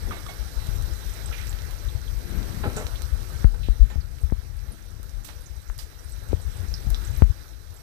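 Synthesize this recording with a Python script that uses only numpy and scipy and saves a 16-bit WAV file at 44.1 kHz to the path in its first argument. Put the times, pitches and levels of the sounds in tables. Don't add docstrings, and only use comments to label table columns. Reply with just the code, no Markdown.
import sys
import numpy as np
from scipy import signal
from scipy.fft import rfft, irfft, next_fast_len
from scipy.io import wavfile
from scipy.ndimage import uniform_filter1d, map_coordinates

SR = 44100
rng = np.random.default_rng(int(sys.argv[2]) if len(sys.argv) > 2 else 0)


def store_wav(level_fs):
    pcm = np.round(np.clip(np.atleast_2d(level_fs), -1, 1) * 32767)
    wavfile.write(sys.argv[1], SR, pcm.T.astype(np.int16))


def rack_gain(trim_db):
    fader = np.asarray(trim_db, float)
    return 10 ** (fader / 20)


N = 344862

# t/s, level/dB
GAIN_CURVE = [(0, -44), (.8, -43), (1.4, -43.5), (2, -45.5), (2.8, -43.5), (3.43, -45), (3.47, -49),
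              (4.1, -51.5), (5.7, -51.5), (7.21, -44.5), (7.25, -50.5), (7.82, -51.5)]
# f/Hz, level/dB
BUFFET_SPECTRUM = [(12, -48), (28, -5), (45, 6), (65, 0.5), (100, -4.5), (160, -18), (250, -60), (500, -58),
                   (1000, -120)]
OPEN_DB = -46


def unit(x):
    return x / np.sqrt(np.mean(x ** 2) + 1e-20)


def along(points, hz):
    f, v = np.transpose(points)
    return np.interp(np.log(hz + 1), np.log(f + 1), v)


def wobble(rate):
    return map_coordinates(rng.standard_normal(int(N * rate / SR) + 4), [np.arange(N) * rate / SR])


def filtered(x, gain_db):
    m = next_fast_len(N + 8192)
    return irfft(rfft(x, m) * rack_gain(gain_db(np.fft.rfftfreq(m, 1 / SR))), m)[..., :N]


def add(track, s, sound):
    track[..., max(round(s * SR), 0):][..., :sound.shape[-1]] += sound


def lump(u, length, rise, fall):
    return np.exp(-.5 * (u / (length * np.where(u < 0, rise, fall))) ** 2)


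def burst(hz, octaves, size):
    f = np.fft.rfftfreq(size, 1 / SR) + 1
    bell = np.exp(-.5 * (np.log2(f / hz) / max(octaves, .05)) ** 2)
    a, b, lumps = rng.standard_normal((3, size))
    lumps = rack_gain(1.5 * unit(uniform_filter1d(lumps, size=60)))
    ports = np.array([.8 * a + .6 * b, a])
    return unit(irfft(rfft(lumps * ports) * bell, size))


def steam_hiss(patchy_db):
    z = signal.stft(rng.standard_normal((2, N)), nperseg=512)[2]
    field = uniform_filter1d(rng.standard_normal(z.shape[1:]), size=8, axis=0)
    field = uniform_filter1d(field, size=8, axis=1)
    return signal.istft(z * rack_gain(patchy_db * unit(field)), nperseg=512)[1][:, :N]


def tiny_bubbles(rate, spread_db):
    when, size, pitch = rng.random((3, 4000))
    live = np.arange(4000) < rate * N / SR
    level = live * rack_gain(-spread_db * np.log(size + 0.03))
    t = np.arange(64) / SR
    hz = 8800 * 2 ** (1.5 * (pitch[:, None] - .5))
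    ring = np.sin(2 * np.pi * hz * t) * hz * t * np.exp(-hz * t / 0.68)
    grain = level[:, None] * ring
    spot = (when[:, None] * (N - 64)).astype(int) + np.arange(64)
    return np.bincount(spot.ravel(), grain.ravel(), N)


def simmer(rate, spread_db, grain_db, patchy_db):
    # f/Hz, level/dB
    simmer_spectrum = [(80, -120), (150, 1), (220, -3), (350, 3), (600, -0.5), (1000, -5.5), (1600, -0.5),
                       (2800, -9.5), (5000, -6), (7000, -12), (10000, -12.5), (14000, -12), (15400, -21),
                       (16400, -26)]
    hiss = unit(steam_hiss(patchy_db))
    crackle = rack_gain(grain_db) * tiny_bubbles(rate, spread_db) * [[.6], [1]]
    swell = rack_gain(.7 * wobble(9))
    return swell * unit(filtered(hiss + crackle, lambda f: along(simmer_spectrum, f)))


def blurps(count):
    out, t = np.zeros(N + SR), np.arange(4096) / SR
    when, size, pitch = rng.random(count) * N / SR, *rng.standard_normal((2, count))
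    levels = -13 + 3 * np.tanh(size)
    pitches = np.clip(1000 * 2 ** pitch, SR / 180, SR / 10)
    for s, db, hz in zip(when, levels, pitches):
        life = hz * t / 14
        phase = 2 * np.pi * hz * t * (1 + .06 * life / 2)
        add(out, s, rack_gain(db) * 8 * life * np.exp(-3 * life) * np.sin(phase))
    return out[:N]


def strays(count, octaves):
    when, size, pitch = rng.random(count) * (N / SR - .1), *rng.standard_normal((2, count))
    db = np.interp(when, *np.transpose(GAIN_CURVE)) - 9 + 3 * size
    hz = np.clip(9500 * 2 ** (0.45 * pitch), SR / 12, SR / 3)
    return list(zip(when, db, hz, np.full(count, octaves)))


def spits():
    # t/s, level/dB, centre f/Hz, width/octaves
    tears = [(0.265, -39.5, 2000, 2), (0.6688, -36.5, 6800, 4.9), (0.7586, -44, 7100, 1.7),
             (0.8233, -39, 7040, 0.82), (1.095, -42, 7010, 0.53), (1.137, -44, 6980, 0.29),
             (1.47, -35.5, 8000, 3.2), (1.506, -46, 12000, .4), (1.5276, -39.5, 3140, 1.3),
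             (1.587, -41, 2890, 0.94), (1.7092, -42, 8060, 1.9), (2.4292, -37.5, 3380, 1.8),
             (2.5471, -46, 7160, 1.2), (2.7647, -34, 6650, 1), (2.8673, -30.5, 3800, 1.4),
             (2.956, -38, 3360, 0.36), (3.0195, -33, 7000, 2.5), (3.4256, -45.5, 3610, 1.1),
             (4.185, -49.5, 2980, 0.64), (4.6004, -52, 4950, 1), (5.03, -41, 11500, 1.1),
             (5.094, -45, 6710, 1.1), (5.4075, -51, 10500, .4), (5.564, -51, 6690, .91),
             (5.7793, -39, 11000, 0.93), (6.0945, -45, 10780, 0.59), (6.2873, -45, 7550, .74),
             (6.32, -45, 3370, 2.3), (6.903, -31.5, 12000, 1.1), (6.945, -31.5, 4000, 0.81),
             (2.2937, -48, 8058, 0.37), (3.2834, -59, 5320, .5), (3.3657, -52, 8250, .4),
             (4.468, -57, 8200, .3), (4.566, -53, 9500, .4), (4.608, -57, 11000, .5),
             (4.662, -64, 8500, .4), (4.786, -62, 6500, 0.52), (4.905, -54, 7005, .5),
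             (5.0569, -58, 9500, 0.56), (5.414, -55, 10490, .4), (5.719, -54, 8500, .3),
             (5.743, -56, 10500, .4), (6.1917, -52, 6500, 0.46), (6.2357, -50, 11500, 0.54),
             (6.567, -48, 8200, .2)]
    # t/s, level/dB, f/Hz
    pings = [(.178, -48, 3650), (0.572, -46, 1450), (1.0455, -53, 5590), (1.2595, -37, 8200),
             (1.4937, -34.5, 7400), (1.7853, -48, 6300), (1.8852, -42, 3570), (2.078, -47, 3320),
             (2.726, -52, 8540), (3.027, -44, 4270), (3.3862, -49, 6880), (3.71, -59, 5690),
             (4.0098, -49, 4550), (4.215, -49, 8750), (4.7197, -44.5, 9490), (5.237, -51, 7050),
             (5.436, -52, 9600), (5.4597, -41.5, 6400), (5.617, -53, 8330), (5.6855, -49, 6660),
             (5.989, -50, 5700), (6.044, -49, 9270), (6.121, -45, 8100), (6.7396, -27, 5140),
             (7.0484, -41, 7540), (7.0738, -44, 6400), (7.1477, -47, 8500), (7.1731, -41, 11700),
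             (7.7403, -49, 11400), (7.7638, -49, 7540)]
    ping_octaves, stray_octaves = .11, 0.46
    out, t = np.zeros((2, N + SR)), np.arange(4096) / SR
    bubbles = tears + [(*ping, ping_octaves) for ping in pings] + strays(200, stray_octaves)
    for s, db, hz, octaves in bubbles:
        click = np.sin(2 * np.pi * hz * t) * np.sqrt(t) * np.exp(-2.4 * octaves * hz * t)
        spray_db = 1.8 - 0.46 * max(db + 45.5, 0)
        spray_db -= 6 * (octaves == stray_octaves)
        spray_db -= 0.5 * np.log2(hz / 5960)
        spray_db -= 4 * min(octaves, 1)
        decay = rack_gain(spray_db - 60 * t / 0.084)
        tail = decay * (1 - np.exp(-t / 0.0004)) * burst(hz, octaves, size=4096)
        add(out, s + 0.00071, rack_gain(db) * (11 * click / np.linalg.norm(click) + tail))
    return out[:, :N]


def steam_puffs():
    # t/s, peak level/dB, f/Hz, length/s
    puffs = [(0.405, -19, 54.5, 0.031), (0.579, -13.5, 46.4, 0.03), (0.691, -12.5, 78, 0.0051),
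             (0.924, -11, 57.3, 0.019), (1.302, -13.5, 57.3, .012), (1.48, -18.5, 46.8, 0.11),
             (1.956, -11, 63.6, 0.0099), (2.17, -17, 45.5, 0.046), (2.257, -18, 67, 0.0088),
             (2.387, -14, 54.3, 0.023), (2.574, -12.5, 75, 0.0062), (2.68, -10.5, 89, 0.012),
             (2.762, -10.5, 58, 0.0034), (3.044, -15, 52, .025), (3.133, -10, 59, 0.026),
             (3.545, -14, 44.2, 0.033), (3.82, 1.5, 49.4, 0.03), (3.987, -11, 61, 0.021),
             (3.703, -4.5, 47, 0.027), (5.185, -20.5, 45.6, .028), (5.703, -16, 43, 0.026),
             (6.308, -19, 61, 0.031), (6.342, -8.5, 84.4, 0.014), (6.465, -18, 61.5, 0.029),
             (6.614, -21, 87.4, 0.05), (6.92, -9, 45, 0.053), (6.89, -15, 100, .015),
             (6.982, -19.5, 53, 0.056), (7.101, -13.5, 67.5, 0.019), (7.304, -6, 66.3, 0.013)]
    # t/s, peak level/dB
    wafts = [(.019, -27), (0.104, -21), (0.462, -21), (0.845, -14), (1.113, -20.5), (1.411, -21),
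             (1.543, -17.5), (1.679, -23), (1.878, -20), (2.629, -16), (2.855, -17.5), (4.389, -19),
             (4.694, -25), (4.777, -34), (5.092, -25), (5.365, -23.5), (5.511, -23.5), (5.578, -21.5),
             (5.84, -24), (6.06, -23), (6.691, -17), (6.873, -14), (7.174, -14), (7.669, -25)]
    waft_hz, waft_s = 61, 0.018
    out, u = np.zeros(N + SR), np.arange(8192) / SR - .06
    for s, db, hz, length in puffs + [(*waft, waft_hz, waft_s) for waft in wafts]:
        swing = np.cos(2 * np.pi * (hz * u + rng.random()))
        add(out, s - .06, rack_gain(db - 3.3) * lump(u, length, .35, .55) * swing)
    return out[:N]


def finger_knocks():
    # t/s, peak level/dB, quick extra turns/cycles, glide/s, edge/s
    knocks = [
        (3.446, 1.6, 0.48, 0.0064, 0.00043),
        (4.3234, -7, 0.46, 0.002, 0.00031),
        (4.999, -24.5, 0.37, 0.0011, 0.00039),
        (6.869, -12.5, 0.44, 0.0037, 0.00058),
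        (7.222, 1, 0.85, 0.014, 0.00014),
    ]
    out, t = np.zeros(N + SR), np.arange(8192) / SR
    for s, db, turns, glide, edge in knocks:
        t60 = min(43 * glide, 0.16)
        u = np.maximum(t - .004, 0)
        jump = np.exp(np.minimum(t - .004, 0) / edge)
        late = 1 - min(edge / 0.00077, .7) * np.exp(-u / 0.0044)
        cycles = 41 * u + turns * (1 - np.exp(-u / glide))
        knock = rack_gain(db - 60 * u / t60) * jump * late * np.cos(2 * np.pi * cycles)
        soft = np.exp(-.5 * ((t[:128] - t[64]) / (0.23 * edge)) ** 2)
        add(out, s - .004, np.convolve(knock, soft / soft.sum())[64:])
    return out[:N]


def finger_taps():
    # t/s, peak level/dB, f/Hz, length/s
    taps = [(3.444, -19, 1570, 0.00045), (3.6869, -15.5, 210, 0.0014), (4.3, -31, 1700, .0005),
            (5.7, -25, 1200, .0004), (3.795, -35.5, 300, 0.0021), (3.957, -35, 630, 0.0019),
            (4.236, -42, 500, .002), (3.96, -16.5, 74, 0.0084), (4.239, -11.5, 66, 0.017),
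            (6.4, -35, 600, .001), (6.3313, -11, 370, 0.0018), (6.362, -40, 1000, 0.0007),
            (6.33, -29, 520, 0.0026)]
    out, u = np.zeros(N + SR), np.arange(8192) / SR - .02
    for s, db, hz, length in taps:
        add(out, s + u[0], rack_gain(db) * lump(u, length, 0.18, 1) * np.cos(2 * np.pi * hz * u))
    return out[:N]


def steam_buffet():
    noise = rng.standard_normal(N) * rack_gain(2.2 * wobble(19))
    return unit(filtered(noise, lambda f: along(BUFFET_SPECTRUM, f)))


def finger_rustle(level_db):
    # f/Hz, level/dB
    rustle_spectrum = [(100, -1.5), (200, -2), (400, -14), (800, -22.5), (1500, -26), (3000, -31.5),
                       (5000, -120)]
    # middle t/s, rms level/dB, length/s
    rubs = [(0.345, -52, 0.078), (0.69, -49, 0.013), (1.15, -59, 0.14), (1.7, -55, 0.063),
            (2.306, -47, 0.03), (2.413, -34, 0.079), (2.697, -36, 0.1), (3.18, -51, 0.078),
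            (3.337, -58, 0.012), (3.485, -50, 0.025), (3.955, -44, 0.025), (4.724, -45, 0.018),
            (4.893, -58.5, 0.18), (5.263, -56, 0.078), (6.323, -39, 0.028), (6.641, -40.5, 0.022),
            (6.913, -46, .04), (7.24, -44, 0.041)]
    noise = rng.standard_normal(N) * rack_gain(1.1 * wobble(40))
    t = np.arange(N) / SR
    sliding = sum(rack_gain(db) * lump(t - s, length, 1, 1) for s, db, length in rubs)
    return (rack_gain(level_db) + sliding) * unit(filtered(noise, lambda f: along(rustle_spectrum, f)))


def left_port():
    # t/s, level/dB
    steam_curve = [(0, -30.5), (.4, -37), (.75, -26), (1, -33), (1.6, -32), (2, -29), (2.6, -29.5),
                   (3.1, -32), (3.43, -26.5), (3.5, -31.5), (3.85, -30), (4.4, -32.5), (4.8, -36.5),
                   (5.9, -40), (6.4, -29.5), (6.6, -33), (7.21, -26), (7.4, -39.5)]
    skin_hz = 3660
    steam_db = np.interp(np.arange(N) / SR, *np.transpose(steam_curve))
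    touches = steam_puffs() + finger_knocks() + finger_taps()
    touches = filtered(touches, lambda f: -20 * np.log10(1 + (f / skin_hz) ** 2))
    return touches + rack_gain(steam_db + 0.5) * steam_buffet() + finger_rustle(steam_db - 22)


def draught(ducked_db):
    noise = rng.standard_normal(N) * rack_gain(4.2 * wobble(3.1) + 2.4 * wobble(2.8))
    air = filtered(noise, lambda f: along(BUFFET_SPECTRUM, f) + 0.043 * f * (f < 200))
    return rack_gain(OPEN_DB - 11.5 + 0.89 * ducked_db) * unit(air)


def kitchen():
    # t/s, rms level/dB, centre f/Hz, width/octaves, t60/s
    clatter = [(.067, -34.5, 238, 0.97, 0.37), (0.1088, -29, 1310, 0.27, 0.069),
               (.118, -35, 940, 1.22, 0.34), (.288, -37.5, 660, 0.19, 0.2), (.165, -37.5, 1500, 0.59, 0.16),
               (.29, -40, 1090, 1.9, 0.3), (1.32, -40, 2120, 0.66, 0.56), (1.377, -38.5, 1970, 0.53, 0.49),
               (2.6342, -33, 800, 1.1, 0.27), (2.636, -39, 1900, .7, .35), (2.768, -43.5, 1500, .7, .35),
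               (.105, -46, 2400, 0.56, .35), (.264, -47, 3300, .1, .06), (5.787, -40, 4900, 0.069, .16),
               (6.944, -40, 3460, .08, .06), (1.324, -39, 2450, .2, 0.23), (2.652, -28.5, 337, 1.1, 0.23),
               (2.766, -34, 7200, 0.26, 0.19), (2.766, -35, 490, 1.8, 0.42),
               (2.773, -35.5, 496, 0.92, 0.081), (2.8, -37, 614, 0.51, 0.15), (2.824, -37, 490, 0.9, 0.15),
               (3.54, -43, 517, 1.5, 0.16), (3.631, -40.5, 3100, 0.33, 0.27),
               (3.8994, -40.5, 686, 1.55, 0.28), (5.2452, -36.5, 5500, 2.1, 0.28),
               (5.285, -38.5, 965, 1.6, 0.2), (5.787, -36, 3600, 1.6, 0.26), (6.7396, -38.5, 4970, .2, 0.2),
               (6.946, -45, 5100, 0.15, .18), (6.414, -46, 8300, .2, 0.17), (6.683, -44, 6500, 0.43, .1)]
    # t/s, f/Hz, level/dB, t60/s
    rings = [(.115, 1179, -35, .2), (.118, 2191, -38, .3), (.27, 1130, -41, .35), (.285, 2196, -36, .25),
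             (.286, 3350, -41, .15), (.165, 1200, -42, .3), (2.636, 404, -32, .25), (2.638, 820, -31, .25),
             (2.64, 614, -38, .25), (2.636, 1670, -35, .12), (2.77, 619, -33, .2), (2.772, 1340, -38, .2),
             (2.772, 1490, -40, .2), (2.775, 1060, -40, .2), (.12, 1530, -38, .2), (.29, 1500, -42, .2),
             (2.638, 1460, -35, .12), (2.768, 430, -31, .2), (3.545, 1520, -41, .06),
             (3.905, 1800, -43, .25), (3.9, 7050, -49, .2), (.1085, 1240, -22, .05),
             (.2635, 1190, -29, .035), (5.245, 8000, -40, .05), (1.313, 1350, -36, .08),
             (1.385, 2100, -39, .12), (3.302, 1250, -42, .06), (3.34, 1560, -43, .15),
             (3.545, 480, -42, .12), (6.7383, 5280, -32, .04), (6.9445, 3500, -30, .04),
             (1.33, 1700, -37, .12), (1.335, 2400, -36, .12), (1.35, 2900, -43, .12),
             (2.655, 1330, -35, .2), (.13, 690, -37, .12)]
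    out, t = np.zeros((2, N + SR)), np.arange(16384) / SR
    for s, db, hz, octaves, t60 in clatter:
        rise = 1 - np.exp(-t / (0.0042 * t60))
        add(out, s, rack_gain(db - 60 * t / t60) * rise * burst(hz, octaves, size=16384))
    for s, hz, db, t60 in rings:
        waver = np.cumsum(rng.standard_normal(len(t))) * 0.0018
        phase = 2 * np.pi * (hz * t + waver + rng.random())
        add(out, s, rack_gain(db - 60 * t / t60) * (1 - np.exp(-t / 0.00051)) * np.sin(phase))
    return out[:, :N]


def body_resonance(sound):
    # f/Hz, width/Hz, lift/dB
    modes = [(490, 60, 3), (860, 60, 3), (1320, 150, 2), (3950, 350, 5), (5880, 300, 6), (8300, 450, 5),
             (9400, 150, 5), (12300, 100, 8), (12930, 150, 6), (13380, 180, 8), (13600, 80, 6)]
    return filtered(sound, lambda f: sum(db / (1 + (2 * (f - c) / w) ** 2) for c, w, db in modes) - 2.5)


def through_cover(sound, ducked_db):
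    # f/Hz, level/dB
    cover_response = [(200, 6), (500, -7.5), (1000, -9), (2000, -10), (4000, -13), (6000, -23.5),
                      (6600, -116), (9000, -108), (9500, -21), (13000, -3), (15000, -31)]
    muffled = filtered(np.roll(sound, 8), lambda f: along(cover_response, f))
    return rack_gain(-2.5 + 0.37 * ducked_db + 3.9 * wobble(5.2)) * muffled


def scene():
    gain_db = np.interp(np.arange(N) / SR, *np.transpose(GAIN_CURVE))
    ducked_db = gain_db - OPEN_DB
    stew = simmer(rate=140, spread_db=3.5, grain_db=14.0, patchy_db=1.67) + blurps(count=260)
    sound = body_resonance(rack_gain(gain_db + 2.0) * stew + spits() + kitchen())
    left = through_cover(sound[0], ducked_db) + left_port()
    right = sound[1] + draught(ducked_db)
    return np.array([left, right])


def roll_off(x):
    return signal.sosfilt(signal.butter(12, 16470, fs=SR, output="sos"), x)


def record(dry):
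    dry = filtered(dry, lambda f: along([(15480, 2), (15620, -18), (16400, -50)], f))
    mix = dry / (1 + np.abs(dry) ** 20) ** (1 / 20)
    return roll_off(mix)


dry = scene()
out = record(dry)
store_wav(out)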